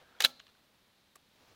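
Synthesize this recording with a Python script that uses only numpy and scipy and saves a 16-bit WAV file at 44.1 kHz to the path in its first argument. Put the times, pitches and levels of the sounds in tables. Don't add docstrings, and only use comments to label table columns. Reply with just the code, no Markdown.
import sys
import numpy as np
from scipy import signal
from scipy.fft import rfft, irfft
from scipy.io import wavfile
from scipy.ndimage import uniform_filter1d

SR = 44100
rng = np.random.default_rng(int(sys.argv[2]) if len(sys.argv) > 2 else 0)


def unload_audio(sound):
    columns = np.transpose(np.atleast_2d(sound))
    steps = np.round(np.clip(columns, -1, 1) * 32767)
    wavfile.write(sys.argv[1], SR, steps.astype(np.int16))


def gain_from_decibels(decibels):
    exponent = np.asarray(decibels, float) / 20
    return 10 ** exponent


N = 68355
SLAM_S = .2475


def colour(x, points):
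    bins = np.fft.rfftfreq(2048, 1 / SR)
    hz, db = np.array(points, float).T
    cepstrum = irfft(np.log(gain_from_decibels(np.interp(np.log(bins + 1), np.log(hz), db))))
    cepstrum[1:1024] *= 2
    cepstrum[1025:] = 0
    impulse = irfft(np.exp(rfft(cepstrum)))
    return signal.fftconvolve(x, impulse)[:N]


def mode(x, hz, t60):
    pole = np.exp(2j * np.pi * hz / SR - np.log(1000) / (max(t60, 1e-3) * SR))
    return signal.lfilter([1], [1, -pole], x).imag


def level(x, db):
    return x * gain_from_decibels(db) / np.sqrt(np.mean(x ** 2))


def curve(rows):
    times, db = np.array(rows).T
    return gain_from_decibels(np.interp(np.arange(N) / SR, times, db))


def walk(rate):
    hold = int(SR / rate)
    steps = np.repeat(rng.standard_normal(N // hold + 1), hold)
    drift = uniform_filter1d(steps, hold)[:N]
    return drift / drift.std()


def grit(spread_db):
    size_db = spread_db * np.minimum(rng.exponential(size=N), 4)
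    clicks = rng.standard_normal(N) * gain_from_decibels(size_db)
    return clicks / clicks.std()


def contacts(rows, spread=1):
    ring_cycles, roughness = 8.3, .3
    snap, ring = np.zeros(N), np.zeros(N)
    n = np.arange(1536)
    noises = rng.standard_normal((len(rows), len(n)))
    for (start_s, ring_db, chatter_s, hz, snap_db), noise in zip(rows, noises):
        chatter = SR * max(chatter_s, 1e-4)
        push = np.exp(-(n / chatter) ** 4) * (np.cos(2 * np.pi * hz * n / SR) + roughness * noise)
        tone = mode(push, hz, ring_cycles / hz)
        u = n / (SR * spread * max(chatter_s, 1e-4))
        burst = noise * np.sqrt(u + 0.02) * np.exp(-2.2 * u)
        i = int(start_s * SR)
        snap[i:i + len(n)] += gain_from_decibels(snap_db) * burst / np.sqrt(np.sum(burst ** 2))
        ring[i:i + len(n)] += gain_from_decibels(ring_db) * tone / np.abs(tone).max()
    return snap, ring


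def field():
    # (frequency [Hz], level [dB])
    air_colour = [(12, -36), (20, -10.5), (208, -0.5), (308, -4), (455, -7.5), (939, -9.5), (3790, -13),
                  (7600, -21.5), (15700, -22)]
    # (frequency [Hz], gain [dB])
    field_top = [(15700, 0), (16100, -25)]
    insect_hz, insect_width_hz = 3770, 1100
    air = colour(rng.standard_normal(N), air_colour) * gain_from_decibels(.5 * walk(3.3))
    insects = mode(rng.standard_normal(N), insect_hz, 2.4 / insect_width_hz) * gain_from_decibels(1.1 * walk(5.6))
    return colour(level(air, -70.5) + level(insects, -75), field_top)


def hands():
    # (time [s], level [dB])
    rustle = [
        (0, -62),
        (.05, -69.5),
        (.19, -66),
        (.3, -71.5),
        (.5, -78.5),
        (.8, -77.5),
        (1.25, -80.5),
        (1.41, -68),
        (1.55, -66),
    ]
    # (frequency [Hz], level [dB])
    grip_colour = [(60, -3.5), (130, -2), (300, -2), (500, 4), (1150, 1), (3400, -7), (5400, -15.5),
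                   (9000, -35)]
    # (frequency [Hz], level [dB])
    sleeve_colour = [(40, -6.5), (110, 6.5), (200, -9.5), (380, -0.5), (1150, -2.5), (3400, -10),
                     (5500, -11), (9000, -23.5)]
    # (time [s], level [dB])
    thumb_drag = [
        (0, -91),
        (.04, -70),
        (.11, -72.5),
        (.19, -81),
        (.2, -100),
    ]
    drag_hz, drag_t60_s, sleeve_from_s = 1620, 0.027, 1
    drag = level(mode(grit(2.5), drag_hz, drag_t60_s), 0) * curve(thumb_drag)
    rub = grit(1.5) * gain_from_decibels(1.3 * walk(57))
    grip = level(colour(rub, grip_colour), 0)
    sleeve = level(colour(rub, sleeve_colour), 0)
    rub = np.where(np.arange(N) < sleeve_from_s * SR, grip, sleeve)
    return rub * curve(rustle) + drag


def loose_parts():
    # (time [s], ring [dB], chatter [s], ring frequency [Hz], snap [dB])
    ticks = [(.0130, -62, 0.012, 533, -67.5), (.1250, -59.5, .005, 1380, -59),
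             (.1370, -69, 0.0048, 1670, -69), (.1505, -55, 0.0045, 1450, -58),
             (.1715, -67, 0.013, 1400, -65), (.1868, -58, 0.0045, 3300, -46),
             (.3955, -49, 0.0022, 3460, -31.5), (.4001, -40.5, 0.0006, 3700, -32),
             (.4003, -59.5, 0.0039, 1100, -58.5), (.4010, -48, .001, 3000, -48),
             (.4006, -54.5, 0.0013, 2200, -53), (.4004, -54, .003, 1652, -49),
             (.3960, -63, 0.0016, 6753, -60), (.4062, -59, 0.0024, 3120, -47),
             (.4130, -57, 0.0036, 2860, -61), (.4669, -54, 0.0015, 3460, -38.5),
             (.4675, -64, 0.004, 1140, -60), (.4672, -65, 0.0019, 2110, -55),
             (.4795, -60, 0.0018, 2690, -47), (.4880, -62, 0.0066, 4050, -41),
             (.4990, -72, 0.0064, 3485, -57), (.5505, -62.5, .003, 1544, -52.5),
             (1.5120, -60, 0.0034, 461, -69), (1.515, -64, 0.0114, 309, -69.5)]
    # (frequency [Hz], level [dB])
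    tick_colour = [(400, -30), (1100, 0), (3500, 3), (5500, -7.5), (7500, -14), (10000, -29.5),
                   (16000, -38.5)]
    snap, ring = contacts(ticks, spread=3.1)
    return ring + 2 * colour(snap, tick_colour)


def dropped_shell():
    # (time [s], ring [dB], chatter [s], ring frequency [Hz], snap [dB])
    landing = [(1.1546, -58, .0008, 8400, -58), (1.1562, -55, 0.0078, 1150, -51),
               (1.1561, -55, .0015, 1950, -47.5), (1.1578, -50.5, .0013, 7660, -43.5),
               (1.1585, -58, .0015, 11400, -43.5), (1.1580, -65, .004, 3175, -50),
               (1.1602, -57, 0.0012, 5460, -46), (1.1575, -62.5, .003, 400, -56),
               (1.1650, -64, .003, 2600, -62), (1.1640, -63, 0.0038, 731, -52),
               (1.1660, -68, .004, 7900, -56)]
    # (frequency [Hz], level [dB])
    shell_colour = [(100, -1), (500, -3), (2000, 5), (5000, 0.5), (6800, 0.5), (9000, 3.5), (11500, 1),
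                    (16000, -8)]
    snap, ring = contacts(landing, spread=1.13)
    return ring + 2 * colour(snap, shell_colour)


def rail_scrape():
    # (time [s], level [dB])
    slide = [
        (.192, -83),
        (.1975, -57),
        (.2035, -52),
        (.206, -27.5),
        (.220, -36.5),
        (.238, -34.5),
        (.248, -19),
        (.260, -31.5),
        (.275, -52.5),
    ]
    fade_db_s = 295.5
    fade_end = (.575, slide[-1][1] - 0.26 * fade_db_s)
    return grit(3) * curve(list(slide) + [fade_end]) * gain_from_decibels(0.9 * walk(300))


def struck_steel(force, ring):
    # (frequency [Hz], level [dB], t60 [s])
    open_modes = [(500, -22, .03), (905, -24.5, .02), (1341, -29, .02), (1770, -15.5, .02),
                  (2250, -18.5, 0.032), (2620, -13.5, .025), (3040, -19, .02), (3300, -18.5, .02),
                  (3810, -17.5, 0.033), (4740, -27, 0.012)]
    # (frequency [Hz], level [dB], t60 [s])
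    shut_modes = [(533, -33, .025), (645, -28, 0.027), (902.4, -34, 0.011), (1105, -28.5, 0.018),
                  (1400, -22, .035), (1670, -14.5, 0.018), (2263, -23, .03), (2650, -22.5, 0.025),
                  (2870, -19, .02), (3390, -18.5, .033), (3610, -16.5, .035), (4024, -19.5, 0.02995),
                  (4290, -21.5, .03), (5056, -25, .03)]
    closing_s, radiate_hz, body_db = .2385, 620, -10.5
    shut = np.arange(N) > closing_s * SR
    body = np.zeros(N)
    for modes, gate in ((open_modes, ~shut), (shut_modes, shut)):
        for hz, db, t60 in modes:
            body += gain_from_decibels(db) * mode(force * gate, hz, t60)
    high_pass = signal.butter(2, radiate_hz, "high", fs=SR)
    return signal.lfilter(*high_pass, ring + gain_from_decibels(body_db) * body)


def lingering_rings(after):
    # (frequency [Hz], rms level [dB], t60 [s], width [Hz])
    clusters = [(345, -61, .21, 110), (594, -59, .45, 96), (800, -59.5, 0.43, 98), (1299, -64.5, .34, 300),
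                (3700, -63, .56, 350), (4140, -57.5, .8, 300.2), (4594, -58, .35, 330),
                (5200, -57, .22, 300), (6500, -59, .18, 900)]
    # (frequency [Hz], peak level [dB], t60 [s])
    tube = [(253, -51.5, 0.32), (538, -61.5, .4), (1335, -49.5, .25), (1860, -58, .16)]
    rise_s, shimmer_hz, shimmer_db, shimmer_t60_s = 0.0046, 5500, -43.5, 0.16
    rings = np.zeros(N)
    for hz, db, t60, width in clusters:
        rings += level(mode(rng.standard_normal(N), hz, 3.5 / width), db) * gain_from_decibels(-60 * after / t60)
    for hz, db, t60 in tube:
        rings += gain_from_decibels(db - 60 * after / t60) * np.sin(2 * np.pi * hz * after)
    rings *= 1 - np.exp(-after / rise_s)
    shimmer = signal.lfilter(*signal.butter(2, shimmer_hz, "high", fs=SR), rng.standard_normal(N))
    return rings + shimmer * gain_from_decibels(shimmer_db - 60 * after / shimmer_t60_s) * (after > 0)


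def stock_thump(after):
    cycles = after * 190.8
    envelope = np.exp(-cycles / 0.692) * (1 - np.exp(-cycles / .12))
    return gain_from_decibels(-35) * np.sin(2 * np.pi * cycles) * envelope


def action():
    # (time [s], ring [dB], chatter [s], ring frequency [Hz], snap [dB])
    blows = [(.2027, -38.5, 0.0006, 2360, -42.5), (.2039, -23.5, 0.000725, 1770, -30),
             (.2048, -20.5, 0.00081, 3700, -20), (.2050, -30, .002, 1770, -19),
             (.2042, -32, .003, 800, -39.5), (.2060, -38, 0.0041, 520, -44),
             (.2058, -22, 0.00088, 3040, -26), (.2055, -27, .004, 2620, -36),
             (.2096, -19.5, 0.00026, 3300, -28), (.2165, -33, 0.0019, 3840, -39),
             (.2213, -30.5, 0.00052, 4120, -27), (.2218, -28, .0004, 4300, -23),
             (.2224, -25, 0.0011, 3950, -17), (.2230, -27, .0006, 2200, -27),
             (.2238, -30, .0015, 3050, -32), (.2403, -22.5, 0.0015, 3930, -27.5),
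             (.2411, -16.5, .001, 3940, -29), (.2428, -21, 0.00099, 3800, -22.5),
             (.2450, -18.5, .0003, 3559, -25), (.2440, -30, .006, 1105, -30),
             (.2474, -22, .0012, 3988, -14), (.2479, -8, .002, 4000, -17),
             (.2486, -21.5, 0.0042, 1671, -26), (.2470, -37, 0.0041, 650, -44),
             (.2490, -23, .003, 2270, -24.5), (.2495, -24.5, .003, 2870, -24),
             (.2507, -16, .0012, 4070, -17), (.2529, -15.5, .0003, 3300, -25),
             (.2543, -24, .001, 3400, -24), (.2550, -28, .003, 1647, -30), (.2562, -25, .001, 3440, -30.5),
             (.2588, -21.5, .0005, 3200, -31), (.2605, -31.5, 0.0027, 2960, -36.5),
             (.2640, -32.5, .0011, 3700, -35), (.2662, -37.5, .001, 3567, -44),
             (.2700, -39.5, .002, 4150, -41.5)]
    # (frequency [Hz], level [dB])
    blow_colour = [(100, -40.5), (400, -18), (1000, -13.5), (2500, 3), (6000, 6.5), (9000, 2.5),
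                   (13500, 1.5), (16500, -12.5)]
    # (frequency [Hz], level [dB])
    scrape_colour = [(200, -29), (500, -4.5), (1800, -3.5), (3800, 2.5), (6500, -1), (8000, -11.5),
                     (12000, -13), (16000, -19)]
    snap, ring = contacts(blows)
    scrape = rail_scrape()
    steel = struck_steel(snap + 0.45 * scrape, ring)
    after = np.maximum(np.arange(N) / SR - SLAM_S, 0)
    bare = colour(2 * snap, blow_colour) + colour(scrape, scrape_colour)
    return steel + bare + lingering_rings(after) + stock_thump(after)


def scattered_return(gun):
    t60_s, rise_s, top_hz = 0.44, 0.0073, 4500
    t = np.arange(SR // 2) / SR
    tail = rng.standard_normal(len(t)) * gain_from_decibels(-60 * t / t60_s) * np.minimum(t / rise_s, 1)
    echo = signal.fftconvolve(gun, tail)[:N]
    return gain_from_decibels(-38.5) * signal.lfilter(*signal.butter(1, top_hz, fs=SR), echo) / 20


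def scene():
    gun = action()
    mix = field() + hands() + loose_parts() + dropped_shell() + scattered_return(gun) + gun
    return mix[None]


def low_pass(x):
    return signal.sosfilt(signal.butter(12, 16970, fs=SR, output="sos"), x)


def record(dry):
    top_cut = signal.ellip(10, .2, 70, 16600, fs=SR, output="sos")
    mix = signal.sosfilt(top_cut, dry)
    return low_pass(mix)


dry = scene()
out = record(dry)
unload_audio(out)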